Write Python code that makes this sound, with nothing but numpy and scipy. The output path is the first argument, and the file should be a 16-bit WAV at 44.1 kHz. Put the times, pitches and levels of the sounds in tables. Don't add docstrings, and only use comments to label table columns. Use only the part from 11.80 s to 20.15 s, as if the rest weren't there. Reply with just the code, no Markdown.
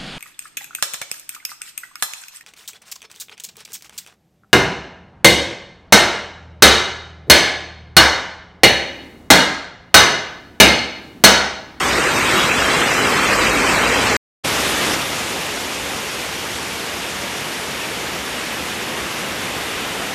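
import sys
import numpy as np
from scipy import signal
from scipy.io import wavfile
from scipy.ndimage import uniform_filter1d

SR = 44100
rng = np.random.default_rng(int(sys.argv[2]) if len(sys.argv) > 2 else 0)


def wav_out(sig):
    wavfile.write(sys.argv[1], SR, np.round(np.clip(np.atleast_2d(sig).T, -1, 1) * 32767).astype(np.int16))


N = 368182
TIME = np.arange(N) / SR
LOWEST_HZ, CUTOFF_HZ = 20, 13800
STREET_END_S, RAMP_START_S, RAMP_FADE_S = 2.3665, 2.635, 0.014


def street():
    # [f/Hz, level/dB]
    wash_colour = [(25, -17.5), (45, -12.5), (100, -4.5), (195, -3.5), (255, 0), (330, -0.5), (420, 1.5),
                   (720, -3), (1200, 1), (1800, -0.5), (2450, -1.2), (3100, -7), (4200, -13), (13000, -35)]
    # [f/Hz, level/dB]
    rain_colour = [(1500, -9.5), (3000, -5.5), (5000, -0.5), (7000, -1.5), (8700, 0), (10200, -21),
                   (12000, -18.5), (13500, -3)]
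    # [t/s, level/dB]
    swells = [(.57, 1.5), (.9, 0.7), (1.25, 0.5), (1.6, 1.3), (1.9, 0.7), (2.34, 0.3)]
    swell_width_s = 0.09
    wash_start_db, churn_start_db, rain_start_db = -17.0, -16, -27.4
    build_db_per_s, churn_build_db_per_s = 0.3, 0.6

    wave_bands = water(wash_colour, per_s=2000, spread_db=1.5, near_share=0.4,
                       patchy_db=1.42, patch_rate=16, count=32)
    rain_bands = water(rain_colour, per_s=3900, spread_db=1.5, near_share=0.21,
                       patchy_db=1.0, patch_rate=9.1, count=16)
    wash_db = wash_start_db + build_db_per_s * TIME
    churn_db = churn_start_db + churn_build_db_per_s * TIME
    rain_db = rain_start_db + build_db_per_s * TIME
    wash = flow(wave_bands, wash_db, churn_db, split_hz=910)
    rain = from_db(rain_db) * sum(band for hz, band in rain_bands)
    swell_db = bumps(swells, swell_width_s)
    return flicker(from_db(swell_db) * (wash + rain))


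def ramp():
    # [f/Hz, level/dB]
    torrent_colour = [(25, -25), (36, -16), (48, -9), (66, -0.5), (105, -2), (140, 0.5), (320, 2.5),
                      (490, 1), (680, -1.5), (1400, -3), (2400, -2.5), (3200, -4.5), (4500, -12.5),
                      (13000, -20.5)]
    # [f/Hz, level/dB]
    spray_colour = [(1500, -13), (3500, -4), (5600, 0.5), (7500, -4), (10000, -8.5), (12500, -13.5),
                    (13500, -7)]
    settled_rush_db, settled_churn_db, settled_spray_db = -25.5, -28, -34
    drop_s, drop_length_s, drop_db = 3.134, 0.042, 2.5
    settle_db, settle_s = 4.5, 0.57
    turn_s = 4.56
    rush_db_per_s, churn_db_per_s, spray_db_per_s = 0.43, 0.66, -1

    unsettled = np.exp(-np.maximum(TIME - drop_s, 0) / settle_s)
    extra_db = drop_db * (1 - rise(drop_s, drop_length_s)) + settle_db * unsettled
    since_turn_s = np.maximum(TIME - turn_s, 0)
    bubble_bands = water(torrent_colour, per_s=5000, spread_db=2.5, near_share=0.21,
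                         patchy_db=0.84, patch_rate=12.4, count=30)
    spray_bands = water(spray_colour, per_s=6000, spread_db=4.0, near_share=0.27,
                        patchy_db=1.3, patch_rate=17, count=12)
    rush_db = settled_rush_db + rush_db_per_s * since_turn_s
    churn_db = settled_churn_db + churn_db_per_s * since_turn_s
    spray_db = settled_spray_db + spray_db_per_s * since_turn_s + 0.5 * drift(rate=20)
    roar = flow(bubble_bands, rush_db, churn_db, split_hz=590)
    spray = from_db(spray_db) * sum(band for hz, band in spray_bands)
    return from_db(extra_db) * (roar + spray)


def squeal(level_db, waver_hz, flutter_db):
    # [f/Hz, level/dB]
    squeal_lines = [(-510, -5), (-250, -11), (0, 0), (350, -9), (490, -6), (1000, -13)]
    start_s, attack_s, hold_s, release_s = 0.515, 0.069, 0.051, 0.072
    pitch_hz, slide_hz = 3370, 110

    attack = rise(start_s, attack_s)
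    release = 1 - rise(start_s + attack_s + hold_s, release_s)
    hz = pitch_hz - slide_hz * (1 - attack)
    tones = 0
    for offset_hz, line_db in squeal_lines:
        line_hz = hz + offset_hz + waver_hz * drift(rate=140)
        phase = 2 * np.pi * np.cumsum(line_hz) / SR
        tones = tones + from_db(line_db + flutter_db * drift(rate=28)) * np.sin(phase)
    return from_db(level_db) * attack * release * rms_one(tones)


def engine(level_db, lope_db, overtone_db):
    # [t/s, level/dB]
    jabs = [(.12, 6), (.84, 10)]
    jab_width_s = 0.09
    start_hz, sag_s, sag_length_s, sag_hz = 62.5, 1.25, 0.45, 9.8
    pickup_s, pickup_hz_per_s = 1.9, 36
    load_db = 7.5

    load = rise(sag_s, sag_length_s)
    pickup_hz = pickup_hz_per_s * np.maximum(TIME - pickup_s, 0)
    hz = start_hz - sag_hz * load + pickup_hz
    effort_db = load_db * load + bumps(jabs, jab_width_s)
    phase = 2 * np.pi * np.cumsum(hz) / SR
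    note = np.sin(phase) + from_db(overtone_db) * np.sin(2 * phase)
    return from_db(level_db + effort_db + lope_db * drift(rate=9)) * rms_one(note)


def tick():
    distance = np.arange(N) - round(STREET_END_S * SR)
    return 0.59 * np.exp(-(distance / 1.2) ** 2)


def water(spectrum, per_s, spread_db, near_share, patchy_db, patch_rate, count):
    lowest_hz = max(LOWEST_HZ, spectrum[0][0] / 2 ** 0.5)
    edges = np.geomspace(lowest_hz, CUTOFF_HZ, count + 1)
    drives = []
    for _ in range(2):
        near = np.sqrt(near_share) * impacts(per_s, spread_db)
        far = np.sqrt(1 - near_share) * rng.standard_normal(N)
        drives.append(near + far)
    centres = np.sqrt(edges[:-1] * edges[1:])
    gains = from_db(at_hz(spectrum, centres))
    gains = gains / np.sqrt(np.sum(gains ** 2 * np.diff(edges)) * 2 / SR)
    for k, hz in enumerate(centres):
        band_filter = signal.butter(2, edges[k:k + 2], "band", fs=SR, output="sos")
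        band = signal.sosfilt(band_filter, drives[k % 2])
        yield hz, band * gains[k] * from_db(patchy_db * drift(patch_rate))


def impacts(per_s, spread_db):
    sizes = from_db(spread_db * np.minimum(rng.exponential(1, N), 5))
    signs = rng.choice([-1, 1], N)
    hits = rng.random(N) < per_s / SR
    return rms_one(sizes * signs * hits)


def flow(bands, high_db, churn_db, split_hz):
    high, churn = from_db(high_db), from_db(churn_db)
    mix = 0
    for hz, band in bands:
        big = 1 / (1 + (hz / split_hz) ** 4)
        mix = mix + band * (big * churn + (1 - big) * high)
    return mix


def flicker(x):
    # [f/Hz, level/dB]
    flicker_spread = [(2200, 1.0), (3100, 9.0), (4100, 9.5), (5200, 8.0), (6000, 4.5), (8500, 4.5),
                      (10000, 9.0), (13000, 6.5)]
    hz, _, cells = signal.stft(x, SR, nperseg=2048)
    chance = rng.standard_normal(cells.shape)
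    chance = uniform_filter1d(chance, size=2, axis=1)
    chance = rms_one(uniform_filter1d(chance, size=5, axis=0))
    spread_db = at_hz(flicker_spread, hz + 1)[:, None]
    gain = from_db(spread_db * np.minimum(chance, 1))
    gain = gain / np.sqrt(np.mean(gain ** 2, axis=1, keepdims=True))
    return signal.istft(cells * gain, SR)[1][:N]


def drift(rate):
    r = np.exp(-80 * np.pi * rate / SR)
    noise = rng.standard_normal(N // 40 + 2002)
    slow = signal.lfilter([1], [1, -2 * r, r * r], noise)[2000:]
    return np.interp(np.arange(N) / 40, np.arange(len(slow)), rms_one(slow))


def rise(start_s, length_s):
    return np.clip((TIME - start_s) / length_s, 0, 1)


def bumps(rows, width_s):
    return sum(db * np.exp(-((TIME - s) / width_s) ** 2) for s, db in rows)


def at_hz(points, hz):
    point_hz, point_db = np.transpose(points)
    return np.interp(np.log(hz), np.log(point_hz), point_db)


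def from_db(db):
    return np.exp(np.asarray(db) * (np.log(10) / 20))


def rms_one(x):
    return x / np.sqrt(np.mean(x ** 2) + 1e-20)


def scene():
    outside = street() + squeal(level_db=-22, waver_hz=30, flutter_db=4)
    outside = outside + engine(level_db=-44, lope_db=1.2, overtone_db=-12)
    fade_in = rise(RAMP_START_S, RAMP_FADE_S) ** 2
    mono = outside * (TIME < STREET_END_S) + tick() + ramp() * fade_in
    return np.stack([mono, mono])


def record(dry):
    top_cut = signal.ellip(12, 0.1, 80, CUTOFF_HZ, fs=SR, output="sos")
    return signal.sosfilt(top_cut, dry)


dry = scene()
out = record(dry)
wav_out(out)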